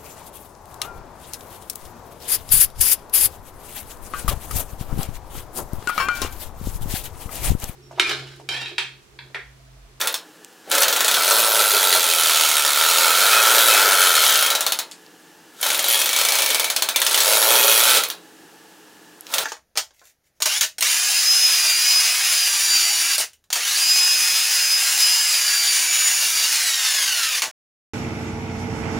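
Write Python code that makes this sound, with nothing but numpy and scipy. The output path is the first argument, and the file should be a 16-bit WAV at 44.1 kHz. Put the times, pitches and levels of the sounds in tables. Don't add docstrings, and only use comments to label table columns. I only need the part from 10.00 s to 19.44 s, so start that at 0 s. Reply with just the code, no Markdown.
import sys
import numpy as np
from scipy import signal
from scipy.fft import rfft, irfft
from scipy.io import wavfile
from scipy.ndimage import uniform_filter1d

SR = 44100
rng = np.random.default_rng(int(sys.argv[2]) if len(sys.argv) > 2 else 0)


def bounce(signal):
    frames = np.transpose(np.atleast_2d(signal))
    limited = np.clip(frames, -1, 1)
    pcm = np.round(limited * 32767).astype(np.int16)
    wavfile.write(sys.argv[1], SR, pcm)


N = 416304
TIME = np.arange(N) / SR
CUTOFF_HZ = 15850


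def amp(db):
    return 10 ** (np.asarray(db) / 20)


def in_time(rows):
    s, *columns = np.transpose(rows)
    return [np.interp(TIME, s, column) for column in columns]


def during(rows):
    return (TIME >= rows[0][0]) & (TIME <= rows[-1][0])


def drift(per_s):
    knots = np.arange(0, N / SR + 1, 1 / per_s)
    return np.interp(TIME, knots, rng.standard_normal(len(knots)))


def die_away(x, seconds):
    r = np.exp(-1 / (seconds * SR))
    return signal.lfilter([1 - r], [1, -r], x + 1e-18)


def colour(x, spectrum, modes):
    size = 8192
    hz = np.maximum(np.fft.rfftfreq(size, 1 / SR), 1)
    points = np.array(spectrum)
    broad_db = np.interp(np.log(hz), np.log(points[:, 0]), points[:, 1])
    modes_db = sum(lift / (1 + (2 * (hz - f) / width) ** 2) for f, width, lift in modes)
    gain = amp(broad_db + modes_db)
    gain /= np.sqrt(np.mean(gain ** 2 * (hz < CUTOFF_HZ)))
    cepstrum = irfft(np.log(gain))
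    cepstrum[1:size // 2] *= 2
    cepstrum[size // 2 + 1:] = 0
    response = irfft(np.exp(rfft(cepstrum)))
    return signal.oaconvolve(x, response[None], axes=1)[:, :N]


def band_noise(hz, width_hz, size):
    r, run_in = np.exp(-np.pi * width_hz / SR), int(SR / width_hz)
    poles = [1, -2 * r * np.cos(2 * np.pi * hz / SR), r * r]
    x = signal.lfilter([1, 0, -1], poles, rng.standard_normal(size + run_in))[run_in:]
    return x / x.std()


def ring_out(t60=0.2, treble_damping=0.27, side_db=-21.5):
    t = TIME[:SR // 2]
    hz = np.fft.rfftfreq(len(t), 1 / SR)
    white = rfft(rng.standard_normal((2, len(t))))
    edges = [0, 700, 1400, 2800, 5600, 11200, 22400]
    total = 0
    for lo, hi in zip(edges, edges[1:]):
        band_t60 = t60 * ((lo + hi) / 7000) ** -treble_damping
        band = irfft(white * ((hz >= lo) & (hz < hi)), len(t))
        total = total + band * amp(-60 * t / band_t60)
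    mid, side = total
    return (mid + amp(side_db) * side * [[1], [-1]]) / np.sqrt(np.sum(mid ** 2))


def reverberate(x):
    return signal.oaconvolve(x[None], ring_out(), axes=1)[:, :N]


# (frequency [Hz], relative density [dB])
HUSH_SPECTRUM = [(15, -84), (25, -51), (166, -15), (263, -11.5), (335, -7.5), (373, -14), (427, -6),
                 (607, -17), (863, -10.5), (1020, -20), (1700, -20), (2110, -26.5), (5730, -26),
                 (6740, -26.5), (16000, -34)]
# (frequency [Hz], width [Hz], lift [dB])
HUSH_RESONANCES = [(173, 12, 8), (313, 39, 8), (890, 280, 0), (1720, 150, 7), (2870, 620, 5.5)]


def background(side_db=-17, bass_db=-52.5, treble_db=-51.0, waver_db=0.4):
    mid, side = rng.standard_normal((2, N))
    air = colour(mid + amp(side_db) * side * [[1], [-1]], HUSH_SPECTRUM, HUSH_RESONANCES)
    bass = signal.sosfiltfilt(signal.butter(4, 1000, fs=SR, output="sos"), air)
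    treble = air - bass
    hush = amp(bass_db) * bass / bass.std() + amp(treble_db) * treble / treble.std()
    return amp(waver_db * drift(2.3)) * hush


# (let go [s], braked [s], strength [dB], creep relative to strength [dB])
MOTOR_RUNS = [(0, 0.062, 0, -11), (.709, 4.7, 0, -18.5), (5.628, 7.98, 0, -9.5), (9.34, 10.04, -9.5, 1)]


def drive_level(take_up_db_per_s=263, brake_db_per_s=180):
    levels = []
    for start, stop, db, creep_db in MOTOR_RUNS:
        take_up = (TIME < start) * (creep_db - take_up_db_per_s * (start - TIME))
        brake = brake_db_per_s * np.maximum(TIME - stop, 0)
        levels.append(db + take_up - brake)
    return np.max(levels, axis=0)


def turn_time():
    s = knock_rows()[:, 0]
    turns = [((a + b) / 2, b - a) for a, b in zip(s, s[1:]) if .015 < b - a < .1]
    turns += [(at, 2 / per_s) for _, _, race in GOVERNOR_RACES for at, per_s, _ in race]
    return in_time(sorted(turns))[0]


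def rattle_level(full_db=-11.5, sag_db=21.5, slow_turn_s=0.069):
    return full_db - sag_db * (turn_time() / slow_turn_s) ** 2 + drive_level()


def tooth_chatter(per_s=420, play=.6, scatter_db=4, contact_s=0.00057):
    early, hard = rng.uniform(-1, 1, (2, N // 20))
    at = (np.cumsum(1 + np.clip(play, 0, 1) * early) * SR / per_s).astype(int)
    slaps = np.zeros(N)
    slaps[at[at < N]] = amp(scatter_db * hard[at < N]) ** 2
    power = die_away(slaps, contact_s)
    return power / power.mean()


def shaken(power, ring_db, shift_db, count):
    loads = np.array([amp(shift_db * drift(4)) ** 2 for _ in range(count)])
    out = 0
    for load in loads / loads.sum(axis=0):
        force = np.sqrt(power * load) * rng.standard_normal(N)
        out = out + force + amp(ring_db) * reverberate(force)
    return out / np.sqrt(1 + amp(ring_db) ** 2)


# (time [s], rattle [dB], cab panels relative to rattle [dB],
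# track plate relative to rattle [dB])
TIN_ANSWER = [(0, 1, 4, 0.5), (.85, .5, -0.5, -6.5), (1.19, 0, -6, -12.5), (1.48, -3, -10.5, -6.5),
              (1.75, -0.5, -4.5, -16.5), (2.05, -1.5, -11.5, -16), (2.35, 1, -9.5, -30),
              (2.62, -1, -6.5, -32), (2.85, 1, -7.5, -23), (3.4, -0.1, -2.5, -15), (3.7, 0.1, -5.5, -14),
              (3.9, -0.5, -1.5, -11.5), (4.23, 2.5, -8, -25), (4.6, -1, 1.5, -9), (5.75, 1.5, -7.5, -15),
              (5.92, -2, -18, -18.5), (6.45, 1.5, -25, -14), (6.9, -0.5, -2, -5.5), (7.18, -1, -11, -15.5),
              (7.52, -1.3, -14, -6), (7.9, 1, -9, -18), (9.35, 5, -2.5, -7)]
# (frequency [Hz], relative density [dB])
SHELL_SPECTRUM = [(30, -55), (100, -43), (170, -52), (300, -20.5), (500, -10), (1000, -7), (1800, -1.5),
                  (2700, -0.5), (3300, 5), (4200, 2), (5200, -2), (6600, 0), (8500, -1.5), (14000, -20.5)]
TEETH_SPECTRUM = [(4000, -37), (8000, -14.5), (9600, 3), (11000, 4.5), (12500, 0.5), (14000, -4),
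                  (15400, -2), (16000, -7.5)]
CAB_SPECTRUM = [(100, -50.5), (450, -27), (700, -18), (950, -16), (1170, -12.5), (1310, 2.5), (1410, 1),
                (1560, -4.5), (1900, -14), (2400, -14.5), (3000, -20), (8000, -33.5)]
TRACK_SPECTRUM = [(30, -53), (100, -38.5), (170, -25.5), (260, -23), (320, -15), (440, -2), (570, 0.5),
                  (720, -6), (1000, -3), (1500, -4.5), (5000, -28.5)]
# (frequency [Hz], width [Hz], lift [dB])
TINPLATE_MODES = [(636, 27, 5), (886, 17, 6), (1084, 11, 3.5), (1300, 130, -1), (2177, 31, 5),
                  (2317, 58, 4.5), (2525, 54, 7.5), (2704, 30, 5), (3085, 48, 7.5), (3400, 28, -2.5),
                  (3890, 8.4, 8.5), (4273, 24, 8.5), (5390, 57, 5.5), (6340, 48, 3.5), (8540, 53, 3),
                  (10160, 370, 5.5), (15100, 450, 6.5)]


def locomotive(labour_db=-5.5, race_db=-3, shell_db=-2.0, teeth_db=-5.5, cab_db=-2.5, track_db=0):
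    answer_db, cab_rel_db, track_rel_db = in_time(TIN_ANSWER)
    rattle_db = rattle_level() + answer_db
    labouring = 1 - sum(during(race) for _, _, race in GOVERNOR_RACES)
    slaps = tooth_chatter()
    motion = amp(race_db) ** 2 * racing_power(slaps) + labouring * amp(labour_db) ** 2 * slaps
    drive = shaken(amp(rattle_db) ** 2 * motion, ring_db=0.2, shift_db=13, count=6)
    shell = amp(shell_db) * colour(drive, SHELL_SPECTRUM, TINPLATE_MODES)
    teeth = amp(teeth_db) * colour(drive, TEETH_SPECTRUM, TINPLATE_MODES)
    cab = amp(cab_db + cab_rel_db) * colour(drive, CAB_SPECTRUM, TINPLATE_MODES)
    track = amp(track_db + track_rel_db) * colour(drive, TRACK_SPECTRUM, TINPLATE_MODES)
    return shell + teeth + cab + track + squeaks(rattle_db)


BRUSH_LEAD_S = 0.014


def squeaks(rattle_db, low_hz=9600, high_hz=13800, width_hz=1500, length_s=0.011, ring_db=-9.0):
    rubs = []
    for s, _, brush_db in knock_rows():
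        rubs.append((max(int((s - BRUSH_LEAD_S - length_s / 2) * SR), 0), brush_db))
    for _, squeak_db, race in GOVERNOR_RACES:
        share = np.clip(in_time(race)[1], .01, 1)
        for at in beats(race):
            firmness_db = 40 * np.log10(share[at])
            rubs.append((at - int(length_s * SR / 4), rattle_db[at] + squeak_db + firmness_db))
    swell, out = np.hanning(int(length_s * SR)), np.zeros(N)
    for at, db in rubs:
        rub = band_noise(rng.uniform(low_hz, high_hz), width_hz, len(swell))
        out[at:at + len(swell)] += amp(db) * swell * rub
    return out + amp(ring_db) * reverberate(out)


# (first knock [s], last knock [s], knocks [count], last gap / first gap [ratio],
#  relative knock level [dB], relative brush level [dB])
KNOCK_SPELLS = [(0.0127, 0.142, 3, 1.16, -3, -29), (0.715, 0.781, 3, .83, -2.5, -28),
                (0.821, 0.832, 2, 1, 1, -17), (0.882, 0.9265, 2, 1, -1.5, -34),
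                (0.9637, 1.1425, 6, 0.68, -2, -33), (4.238, 4.4255, 7, 1.33, -1.5, -17.5),
                (4.4622, 4.6074, 4, 1.38, -2, -40), (4.665, 4.789, 3, 1.201, -.5, -38),
                (5.629, 5.8423, 6, 1.42, -3, -23), (5.991, 6.0584, 3, 1.7, -3.5, -19.5),
                (6.0915, 6.1879, 4, 0.64, -3, -32), (6.2135, 6.386, 6, 0.86, -3, -26),
                (6.4203, 6.5463, 4, 1.05, -2.5, -25), (6.5966, 6.701, 3, 1.24, -2.5, -33),
                (6.763, 6.9602, 4, 1.22, -1.4, -46), (7.017, 7.1105, 3, 0.93, -1.5, -20),
                (7.144, 7.204, 3, 0.89, 0, -20), (8.036, 8.101, 2, 1, -3.5, -28),
                (9.3388, 9.383, 2, 1, -.5, -35)]


def knock_rows():
    rows = []
    for first, last, count, slowing, db, brush_db in KNOCK_SPELLS:
        elapsed = np.cumsum(np.r_[0, np.linspace(1, slowing, round(count) - 1)])
        rows += [(s, db, brush_db) for s in first + (last - first) * elapsed / elapsed[-1]]
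    return np.array(rows)


# (frequency [Hz], relative density [dB])
KNOCK_SPECTRUM = [(30, -40), (100, -41), (170, -26), (250, -22), (330, -14), (520, -8), (1400, -2.5),
                  (2400, -6.5), (3600, 4), (5200, -4), (6500, -1), (8000, -4.5), (10500, -5.5), (15000, -7)]


def knocks(knock_db=-5.0, tap_db=0, scatter_db=1.0, contact_s=0.0014, bounce_share=0.28, bounce_s=0.0057):
    drive_share = 0.2
    s, db, brush_db = knock_rows().T
    blows, at = np.zeros(N), (s * SR).astype(int)
    scatter = rng.normal(0, scatter_db, len(s))
    blows[at] = amp(db + knock_db + drive_share * drive_level()[at] + scatter) ** 2
    blows[np.maximum(at - int(BRUSH_LEAD_S * SR), 0)] += amp(brush_db + tap_db) ** 2
    decay = die_away(blows, contact_s) + bounce_share * die_away(blows, bounce_s)
    force = shaken(contact_s * SR * decay, ring_db=-0.2, shift_db=7.5, count=4)
    return colour(force, KNOCK_SPECTRUM, TINPLATE_MODES)


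# (time [s], relative level [dB], centre frequency [Hz], ring-out relative to tick [dB])
TIN_TICKS = [(0.447, -30.5, 6500, -18), (4.913, -34, 3830, 6.5), (4.919, -35, 3700, -3),
             (5.064, -41, 4800, -12), (9.209, -26, 13600, -20), (9.268, -31, 4360, -4)]


def ticks(contact_s=0.00042, sharpness=1.6, level_db=9.5):
    out, tail = np.zeros((2, N + SR)), ring_out()
    t = TIME[:tail.shape[1]]
    for s, db, hz, ring_db in TIN_TICKS:
        burst = rng.standard_normal(len(t)) * np.exp(-t / contact_s)
        snap = signal.lfilter(*signal.iirpeak(min(hz, .45 * SR), sharpness, fs=SR), burst)
        snap *= amp(db + level_db) / np.abs(snap).max()
        ring = signal.fftconvolve(snap[None], tail, axes=1)[:, :len(t)]
        at = int(s * SR)
        out[:, at:at + len(t)] += snap + amp(ring_db) * ring
    return out[:, :N]


# (start [s], end [s], frequency [Hz], width [Hz], relative level [dB])
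TIN_WHINES = [(0.664, 0.725, 520, 200, -39), (2.115, 2.32, 9800, 250, -30), (2.336, 2.608, 6440, 345, -29),
              (2.801, 3.17, 4243, 30.4, -32), (3.28, 3.439, 2540, 50, -24.5), (3.66, 3.84, 2600, 50, -26.5),
              (3.96, 4.12, 10870, 298, -26.5), (4.147, 4.545, 3200, 60, -27), (5.999, 6.807, 2280, 60, -30),
              (6.934, 7.02, 2340, 40.1, -31.5), (7.45, 7.949, 2516, 50, -28.5), (7.947, 8, 537, 89.4, -30),
              (8.383, 8.523, 326, 39, -53)]


def whines():
    out = np.zeros(N)
    for start, end, hz, width_hz, db in TIN_WHINES:
        swell, at = signal.windows.tukey(int((end - start) * SR), .5), int(start * SR)
        out[at:at + len(swell)] += amp(db) * swell * band_noise(hz, width_hz, len(swell))
    return out


def beats(race):
    turns = np.cumsum(in_time(race)[0] * during(race)) / SR
    return np.flatnonzero(np.diff(np.ceil(turns))) + 1


def beat_power(race, slaps, limp_db=2.0, scatter_db=2.3, contact_s=0.0011, rise_s=0.00034):
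    per_s, share = in_time(race)
    share, at = np.clip(share, 0, 1), beats(race)
    slowness = np.clip((115 - per_s[at]) / 35, 0, 1)
    weak = amp(-limp_db * slowness) ** 2
    limp = np.where(np.arange(len(at)) % 2, weak, 1) * 2 / (1 + weak)
    scatter = amp(rng.normal(0, scatter_db, len(at))) ** 2
    blows = np.zeros(N)
    blows[at] = limp * scatter * SR / per_s[at]
    beating = die_away(die_away(blows, contact_s), rise_s)
    return share * beating + (1 - share) * during(race) * slaps


# (relative force [dB], squeak relative to rattle [dB],
#  rows of (time [s], beat rate [1/s], share of rattle power that is beats [0-1]))
GOVERNOR_RACES = [(0.33, -4, [(1.168, 69, 0.5), (1.3, 99, .95), (1.38, 113, 0.96), (1.62, 107, 0.96),
                  (1.9, 90.4, 0.87), (2.13, 82.7, 0.8), (2.25, 81, 0.62), (2.7, 71.6, 0.8),
                  (2.9, 82.5, 0.54), (3.1, 83, 0.57), (3.35, 114, 0.6), (3.67, 118, 0.92), (3.8, 98, 0.68),
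                  (4.05, 92, 0.83), (4.23, 71.6, 0.52)]), (0.022, -3, [(5.884, 122, 0.9), (5.93, 117, 1),
                  (5.96, 83, 0.76)]), (0.61, -3, [(7.22, 71, 0.7), (7.3, 111, 0.8), (7.4, 107, 0.97),
                  (7.55, 124, 0.96), (7.75, 111, .95), (7.985, 135, 0.53)])]


def racing_power(slaps):
    return sum(amp(force_db) ** 2 * beat_power(race, slaps) for force_db, _, race in GOVERNOR_RACES)


# (time [s], left minus right [dB])
TOY_PLACE = [(1.2, 0), (2.2, -1.6), (3.2, -1.4), (3.8, 0.5), (5.8, 0.9), (7.2, 0.0), (7.8, -1.1),
             (9.4, -0.7)]


def scene():
    pan_db, = in_time(TOY_PLACE)
    toy = locomotive() + knocks() + whines() + ticks()
    return toy * amp(pan_db * np.array([[.5], [-.5]])) + background()


def record(dry, limit_db=-7.5):
    power = uniform_filter1d(np.mean(dry ** 2, axis=0), size=SR // 1000)
    gain = (1 + (power / amp(limit_db) ** 2) ** 3) ** (-1 / 6)
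    limited = np.clip(dry * uniform_filter1d(gain, size=SR // 2000), -.9, .9)
    return signal.sosfilt(signal.ellip(12, .1, 80, CUTOFF_HZ, fs=SR, output="sos"), limited)


dry = scene()
out = record(dry)
bounce(out)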